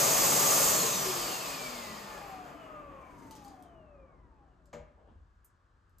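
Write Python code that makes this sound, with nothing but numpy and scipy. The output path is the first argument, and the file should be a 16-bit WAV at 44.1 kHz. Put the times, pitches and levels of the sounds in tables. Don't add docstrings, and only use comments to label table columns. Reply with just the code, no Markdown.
import sys
import numpy as np
from scipy import signal
from scipy.fft import rfft, irfft, next_fast_len
from scipy.io import wavfile
from scipy.ndimage import map_coordinates

SR = 44100
rng = np.random.default_rng(int(sys.argv[2]) if len(sys.argv) > 2 else 0)


def wrap_up_sound(samples):
    columns = np.atleast_2d(samples).T
    tamed = np.clip(columns, -1, 1)
    steps = np.round(tamed * 32767).astype(np.int16)
    wavfile.write(sys.argv[1], SR, steps)


def linear_from_db(decibels):
    return 10 ** (np.asarray(decibels, float) / 20)


N = 264600
T = np.arange(N) / SR

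RUN_HZ, CREEP_HZ_PER_S = 547, 7
DRAG_HZ, VISCOUS_HZ, COAST_PER_S, REST_S = 161.96, 12.58, .25674, 5.3544
TONES_END_S = 4.72

# [level at full speed/dB, slope/dB per octave of speed, knee/octaves down, extra slope beyond/dB per octave]
AIR_NOISES = [
    (-41, 11, 1.4, -6.5),
    (-32, 10.5, 1.44, -0.5),
    (-35, 9.5, 1.376, 37.5),
    (-26.5, 16.5, 1.25, 22),
]
KNEE_OCT = 0.17
# [f/Hz, level/dB]
DRONE_COLOUR = [(60, -44), (95, -8), (145, 0), (190, -4.5), (260, -1), (380, -3.5), (520, -32.5)]
ROAR_COLOUR = [(280, -27), (400, -1), (700, -0.5), (1300, -1.5), (1700, -8.5), (2600, -13), (3300, -21)]
RUSH_COLOUR = [(1200, -28.5), (1800, -1), (2700, 0.5), (3800, 1.5), (5000, 4), (5600, -5), (7000, -31.5)]
HISS_COLOUR = [(4500, -24.5), (5800, -6), (6500, -4), (7500, -3.5), (8800, -7.5), (10000, -5), (12000, -10),
               (15000, -8), (16000, -12)]
# [f/Hz, width/Hz, level/dB]
HOUSING_PEAKS = [(141.5, 9.7, 2.5), (187, 19, 3.5), (570, 17, -5), (618, 25, -5.5), (874, 19, -5.5),
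                 (1192, 77, 3), (1700, 68, -5.5), (4983, 23, -3), (6500, 180, 5), (6940, 100, -9),
                 (7330, 17, -3), (8170, 74, -3.5)]
ROAR_SPLIT_HZ = 1800
ROAR_TOP_DB_PER_OCT, ROAR_TOP_KNEE_OCT, ROAR_TOP_EXTRA_DB_PER_OCT = 2, 1.93, 12.3
UNCOVER_S, UNCOVER_LENGTH_S, UNCOVER_DB = 0.71, .17, 1.8
SLEEVE_RUSH_DB, SLEEVE_DRONE_DB = -5, 9

# [order/turns, level at full speed/dB, slope/dB per octave of speed, lowest f/Hz, highest f/Hz let out]
SHAFT_TONES = [
    (1, -47.8, 4.4, 205, 700),
    (4.42, -62, -2, 545, 930),
    (9, -44.3, 6.3, 505, 6000),
    (20.04, -67.5, 2.4, 540, 3150),
    (40.1, -63.4, 4.6, 1900, 3600),
]
EDGE_DB_PER_OCT = 140
# [f/Hz, width/Hz, level/dB]
CASING_MODES = [(253, 61, 4), (296, 19, -15), (366, 40, 10), (453, 31, 7), (548, 10, 4), (580, 54, 6),
                (800, 180, 8), (1018, 73, 4), (1208, 109, 13), (1500, 350, -8), (2317, 230, 4),
                (2978, 133, 3), (3413, 465, -7), (4322, 505, 4)]
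# [order/turns, t/s, length/s, level/dB, smear/Hz]
FAN_WHISTLES = [
    (15, .87, .17, -33, 480),
    (14.05, 1.2, .17, -43, 350),
    (4.42, 2.36, .07, -47, 3),
    (71.6, 2.29, .07, -66, 200),
    (20.04, 2.75, .3, -71, 10),
    (11.8, 3.95, .25, -69, 40),
    (60, 4.4, .25, -92, 60),
    (80, 4.5, .14, -89, 60),
]

# [start t/s, end of hold t/s, level/dB, rise/dB per s, fall/dB per s]
SLEEVE_RUSTLE = (3.23, 3.46, -69.5, 42, 75)
# [f/Hz, level/dB]
CLOTH_COLOUR = [(1500, -28), (3000, -12.5), (5200, -9), (6200, 1.5), (7200, -4), (9000, -2), (13000, -9),
                (16000, -11)]
# [t/s, level/dB]
HOSE_BOOMS = [
    (2.19, -68.5),
    (2.38, -55.5),
    (2.556, -55),
    (2.8, -56),
    (3.104, -61.5),
    (3.224, -54),
    (3.49, -56.5),
    (3.64, -69),
]
HOSE_RISE, HOSE_FALL = 170, 62
# [f/Hz, level/dB]
BOOM_COLOUR = [(220, -17.0), (265, -5), (300, 1.0), (350, -37.0)]
# [t/s, peak level/dB, colour f/Hz, width/octaves, time to fall 60 dB/s]
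SNAPS = [(2.451, -52, 6760, 2.2, 0.015), (3.31, -40.5, 8460, 2.8, 0.025), (3.353, -44, 6140, 1.5, 0.015),
         (3.361, -48, 6310, 1.2, 0.018), (3.3903, -57, 5980, 1.2, 0.015), (3.4418, -47, 8990, 2.1, 0.008),
         (3.4477, -44, 6500, 1.1, 0.014), (3.4628, -56.5, 7010, 1.2, 0.015), (3.481, -49, 5960, 1.6, 0.021),
         (3.6248, -49.5, 8500, 1.5, 0.008), (5.3554, -76.5, 5350, 1.1, 0.015),
         (5.4455, -49, 14200, 1.02, 0.06), (5.8954, -68, 8320, 1.1, 0.016),
         (5.9846, -50.5, 10010, 1.2, 0.022)]
# [t/s, peak level/dB, colour f/Hz, width/octaves, time to fall 60 dB/s]
FURTHER_SNAPS = [
    (4.657, -61, 6500, 0.96, .03),
    (4.979, -56.5, 595, 0.73, 0.28),
]

KNOCK_S, KNOCK_DB = 4.729, -43
# [f/Hz, level/dB, time to fall 60 dB/s]
HOLLOW_MODES = [(486, -3, 0.3), (582, 1, 0.37), (627, -1, 0.18), (940, -24, 0.61), (1040, -32, 0.55),
                (1248, -12, 0.29), (1480, -10, 0.2), (2000, -24, 0.3), (2350, -28, 0.25), (6600, -30, 0.25),
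                (158.6, -8.5, 0.56), (227.5, -10.0, 0.34)]
# [f/Hz, level/dB]
CRACK_COLOUR = [(100, 3), (700, 5.5), (2200, -3.5), (3300, -12.5), (5500, -15.5), (6800, -7.5),
                (8500, -22), (11000, -30), (14000, -30)]

# [t/s, drag level/dB, scrape level/dB, bump level/dB]
SCUFFS = [
    (5.0, -67, -89, -74),
    (5.09, -64.5, -80, -63.5),
]
SCUFF_RISE, SCUFF_FALL = 420, 150
# [f/Hz, level/dB]
DRAG_COLOUR = [(200, -18.0), (400, -5), (1000, -6.5), (1800, -22.5)]
SCRAPE_COLOUR = [(2000, -20.5), (3100, -7.0), (4200, -24.5)]
BUMP_COLOUR = [(100, -18), (150, -5), (250, -4), (330, -15)]
# [t/s, floor rumble level/dB]
WEIGHT_SHIFTS = [(0.0, -61), (.2, -53), (.64, -50.5), (1.1, -58), (2.16, -59.5), (2.9, -59), (3.14, -62),
                 (3.31, -64), (3.78, -65), (3.98, -62.5), (4.28, -58.5), (4.8, -53), (5.17, -57),
                 (6.02, -59)]
FEET_RISE, FEET_FALL = 84, 86
STANCE_DB, SETTLE_S, SETTLED_DB = -64, 5.3, -70.5
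# [f/Hz, level/dB]
THUD_COLOUR = [(15, -41), (28, -14.5), (40, -1.5), (55, -2.5), (75, -2), (100, -13), (130, -27.5)]
# [f/Hz, level/dB]
QUIET_COLOUR = [(60, -31.5), (90, -1.5), (110, -7.5), (135, -13.5), (300, -20), (760, -25.5), (1150, -17.5),
                (1650, -21), (2100, -35), (4400, -40), (9000, -46), (11700, -60)]
QUIET_DB = -70.5

# [f/Hz, time to fall 60 dB/s]
ROOM_DECAY = [(150, 0.41), (600, 0.73), (2000, 0.65), (7000, 0.26), (14000, 0.062)]
# [f/Hz, likeness/0-1]
LIKENESS = [(60, .94), (250, 0.89), (700, 0.6), (1400, 0.06), (2300, 0.8), (4000, 0.5), (5400, 0.5),
            (6600, 0.84), (12000, .87)]
# [f/Hz, level/dB]
LEFT_OVER_RIGHT = [(60, 2), (300, 3.5), (800, 4.5), (1500, 1), (2200, 1.5), (4500, 2), (5500, 0)]
# [f/Hz, lag/radians]
PORT_LAG = [(0, 0), (1000, -.3), (1450, -2.6), (1750, 0), (3200, -.5), (5000, 0), (5700, 1), (6600, .1),
            (7400, .4), (9900, 3.14), (12900, 6.28), (15600, 9.5)]
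# [low f/Hz, high f/Hz, edge scatter/Hz]
MID_GAPS = [(9550, 10400, 170), (15250, 22050, 70)]
# [low f/Hz, high f/Hz, edge scatter/Hz]
SIDE_GAPS = [(12300, 13750, 170), (16000, 22050, 40)]


def airflow():
    down = np.log2(RUN_HZ / shaft())

    def beyond(knee):
        return KNEE_OCT * np.logaddexp(0, (down - knee) / KNEE_OCT)

    drone, roar, whoosh, hiss = [linear_from_db(db - slope * down - extra * beyond(knee))
                                 for db, slope, knee, extra in AIR_NOISES]
    squeeze = sleeve()
    drone = np.hypot(drone, linear_from_db(SLEEVE_DRONE_DB) * squeeze)
    whoosh = np.hypot(whoosh, linear_from_db(SLEEVE_RUSH_DB) * squeeze)
    hiss = hiss * linear_from_db(UNCOVER_DB * np.exp(-((T - UNCOVER_S) / UNCOVER_LENGTH_S) ** 2))
    flutter = wobble(14)
    air = drone * linear_from_db(0.98 * wobble(9)) * rush(DRONE_COLOUR, peaks_db=-3)
    roaring = roar * linear_from_db(0.72 * flutter) * rush(ROAR_COLOUR, peaks_db=-2.5)
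    top = filtered(roaring, lambda hz: hz ** 4 / (hz ** 4 + ROAR_SPLIT_HZ ** 4))
    top_db = ROAR_TOP_DB_PER_OCT * np.minimum(down, 1) - ROAR_TOP_EXTRA_DB_PER_OCT * beyond(ROAR_TOP_KNEE_OCT)
    air += roaring + top * (linear_from_db(top_db) - 1)
    air += whoosh * linear_from_db(0.25 * flutter) * rush(RUSH_COLOUR, peaks_db=-6.0)
    air += hiss * linear_from_db(.6 * flutter) * rush(HISS_COLOUR, peaks_db=-7)
    ripple = rng.standard_normal(SR // 50)

    def comb(hz):
        return linear_from_db(2.0 * np.minimum(hz / 600, 1) * map_coordinates(ripple, [hz / 25]) - 0.3)

    return filtered(air, comb)


def shaft():
    angle = np.arctan(VISCOUS_HZ / DRAG_HZ) + COAST_PER_S * (REST_S - T)
    coasting = DRAG_HZ * np.tan(angle) - VISCOUS_HZ
    return np.clip(coasting, 1, RUN_HZ + CREEP_HZ_PER_S * T)


def fan():
    shaft_hz = shaft()
    turns = 2 * np.pi * np.cumsum(shaft_hz * (1 + .0025 * wobble(40))) / SR
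    turning = np.clip((TONES_END_S - T) / 0.025, 0, 1)
    tones = np.zeros(N)
    for order, db, slope, low_hz, high_hz in SHAFT_TONES:
        hz = order * shaft_hz[::64]
        casing_db = sum(lift / (1 + (2 * (hz - c) / w) ** 2) for c, w, lift in CASING_MODES)
        outside = np.maximum(0, np.log2(np.maximum(low_hz / hz, hz / high_hz)))
        level_db = db + slope * np.log2(hz / order / RUN_HZ) + casing_db - EDGE_DB_PER_OCT * outside
        flutter = 1 + .18 * wobble(25) + .35 * wobble(70)
        tones += linear_from_db(np.interp(T, T[::64], level_db) - 0.5) * flutter * np.sin(order * turns)
    for order, s, length, db, smear_hz in FAN_WHISTLES:
        smear = wobble(smear_hz)
        if smear_hz < 5:
            smear = 1 + smear / 10
        swell = np.exp(-((T - s) / length) ** 2)
        tones += linear_from_db(db) * swell * smear * np.sin(order * turns)
    return tones * turning


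def sleeve():
    start, end, db, rise, fall = SLEEVE_RUSTLE
    return swells([start], [db], rise, fall, end - start)


def rustle():
    return sleeve() * linear_from_db(2 * wobble(60)) * rush(CLOTH_COLOUR)


def hose_boom():
    return swells(*np.transpose(HOSE_BOOMS), HOSE_RISE, HOSE_FALL) * rush(BOOM_COLOUR)


def ticks():
    size = 4096
    out, t = np.zeros(N + size), np.arange(size) / SR
    for s, db, hz, octaves, t60 in SNAPS + FURTHER_SNAPS:
        burst = linear_from_db(-60 * t / t60) * rng.standard_normal(size)
        snap = filtered(burst, lambda f: np.exp(-(np.log2(f / hz + 1e-6) / octaves) ** 2))
        out[round(s * SR):][:size] += linear_from_db(db) * snap / abs(snap).max()
    return out[:N]


def knock():
    t = np.maximum(T - KNOCK_S, 0)
    ring = sum(linear_from_db(db - 60 * t / (0.68 * t60)) * np.sin(2 * np.pi * hz * t)
               for hz, db, t60 in HOLLOW_MODES)
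    ring = ring * (1 - np.exp(-t / 0.0072))
    crack = filtered(rng.standard_normal(N), lambda f: linear_from_db(along(CRACK_COLOUR, f)))
    crack_gain = linear_from_db(3.5 - 60 * t / 0.18) * (1 - np.exp(-t / 0.0018))
    return linear_from_db(KNOCK_DB) * (ring + crack_gain * crack) * (t > 0)


def scuff():
    times, *levels = np.transpose(SCUFFS)
    drag, scrape, bump = [swells(times, dbs, SCUFF_RISE, SCUFF_FALL) for dbs in levels]
    return drag * rush(DRAG_COLOUR) + scrape * rush(SCRAPE_COLOUR) + bump * rush(BUMP_COLOUR)


def feet():
    stance = linear_from_db(np.interp(T, [SETTLE_S, SETTLE_S + 0.23], [STANCE_DB, SETTLED_DB]))
    load = np.hypot(stance, swells(*np.transpose(WEIGHT_SHIFTS), FEET_RISE, FEET_FALL))
    return load * rush(THUD_COLOUR)


def quiet_room():
    return linear_from_db(QUIET_DB) * rush(QUIET_COLOUR)


def room(x):
    hz, t, z = signal.stft(pair(SR // 2), SR, nperseg=256)
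    fading = z * linear_from_db(-60 * t / along(ROOM_DECAY, hz)[:, None])
    tail = signal.istft(fading, SR, nperseg=256)[1]
    delayed = np.pad(x, (130, 0))[None]
    return signal.fftconvolve(delayed, tail / np.linalg.norm(tail[0]), axes=1)[:, :N]


def rush(spectrum, peaks_db=-60):
    colour = [(10, -120)] + spectrum + [(20000, -120)]

    def response(hz):
        bumps = sum(linear_from_db(db) / (1 + (2 * (hz - c) / w) ** 2) for c, w, db in HOUSING_PEAKS)
        return linear_from_db(along(colour, hz)) * (1 + linear_from_db(peaks_db) * bumps)

    x = filtered(pair(N), response)
    return x / x.std()


def pair(size):
    def mix(hz):
        turn = np.arccos(np.clip(along(LIKENESS, hz), 0, 1)) / 2
        return np.array([np.cos(turn), np.sin(turn)])

    mid, side = filtered(rng.standard_normal((2, size)), mix)
    return np.array([mid + side, mid - side])


def swells(times, dbs, rise, fall, hold=0):
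    t = T[::64]
    gains = [linear_from_db(db - rise * np.maximum(s - t, 0) - fall * np.maximum(t - s - hold, 0))
             for s, db in zip(times, dbs)]
    return np.interp(T, t, np.sqrt(np.sum(np.square(gains), axis=0)))


def wobble(rate):
    return map_coordinates(rng.standard_normal(int(N * rate / SR) + 4), [T * rate])


def along(points, hz):
    f, v = np.transpose(points)
    return np.interp(np.log(hz + 1), np.log(f + 1), v)


def filtered(x, response):
    m = next_fast_len(x.shape[-1] + 8192)
    return irfft(rfft(x, m) * response(np.fft.rfftfreq(m, 1 / SR)), m)[..., :x.shape[-1]]


def dropped(x, bands):
    hz, t, z = signal.stft(x, SR, nperseg=1024)
    for low, high, scatter in bands:
        steps = np.round(rng.normal(0, .8, (2, len(t))))
        jump = scatter * np.repeat(steps, 2, axis=1)[:, :len(t)]
        z = z * ((hz[:, None] < low + jump[0]) | (hz[:, None] > high + jump[1]))
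    return signal.istft(z, SR, nperseg=1024)[1][:N]


def scene():
    tones, snaps, bump = fan(), ticks(), knock()
    whine = tones + room(linear_from_db(-12) * tones)
    hits = snaps + linear_from_db(2.0) * bump + room(linear_from_db(1.5) * snaps) + room(linear_from_db(-5.5) * bump)
    movement = rustle() + hose_boom() + scuff() + feet()
    return whine + hits + airflow() + movement + quiet_room()


def roll_off(x):
    return signal.sosfilt(signal.butter(12, 16120, fs=SR, output="sos"), x)


def record(dry):
    def ports(hz):
        level = linear_from_db(along(LEFT_OVER_RIGHT, hz) * [[.5], [-.5]])
        return level * np.exp(1j * np.interp(hz, *np.transpose(PORT_LAG)) * [[-.5], [.5]])

    left, right = filtered(dry, ports)
    mid = dropped(left + right, MID_GAPS) / 2
    side = dropped(left - right, SIDE_GAPS) / 2
    return roll_off(np.array([mid + side, mid - side]))


dry = scene()
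out = record(dry)
wrap_up_sound(out)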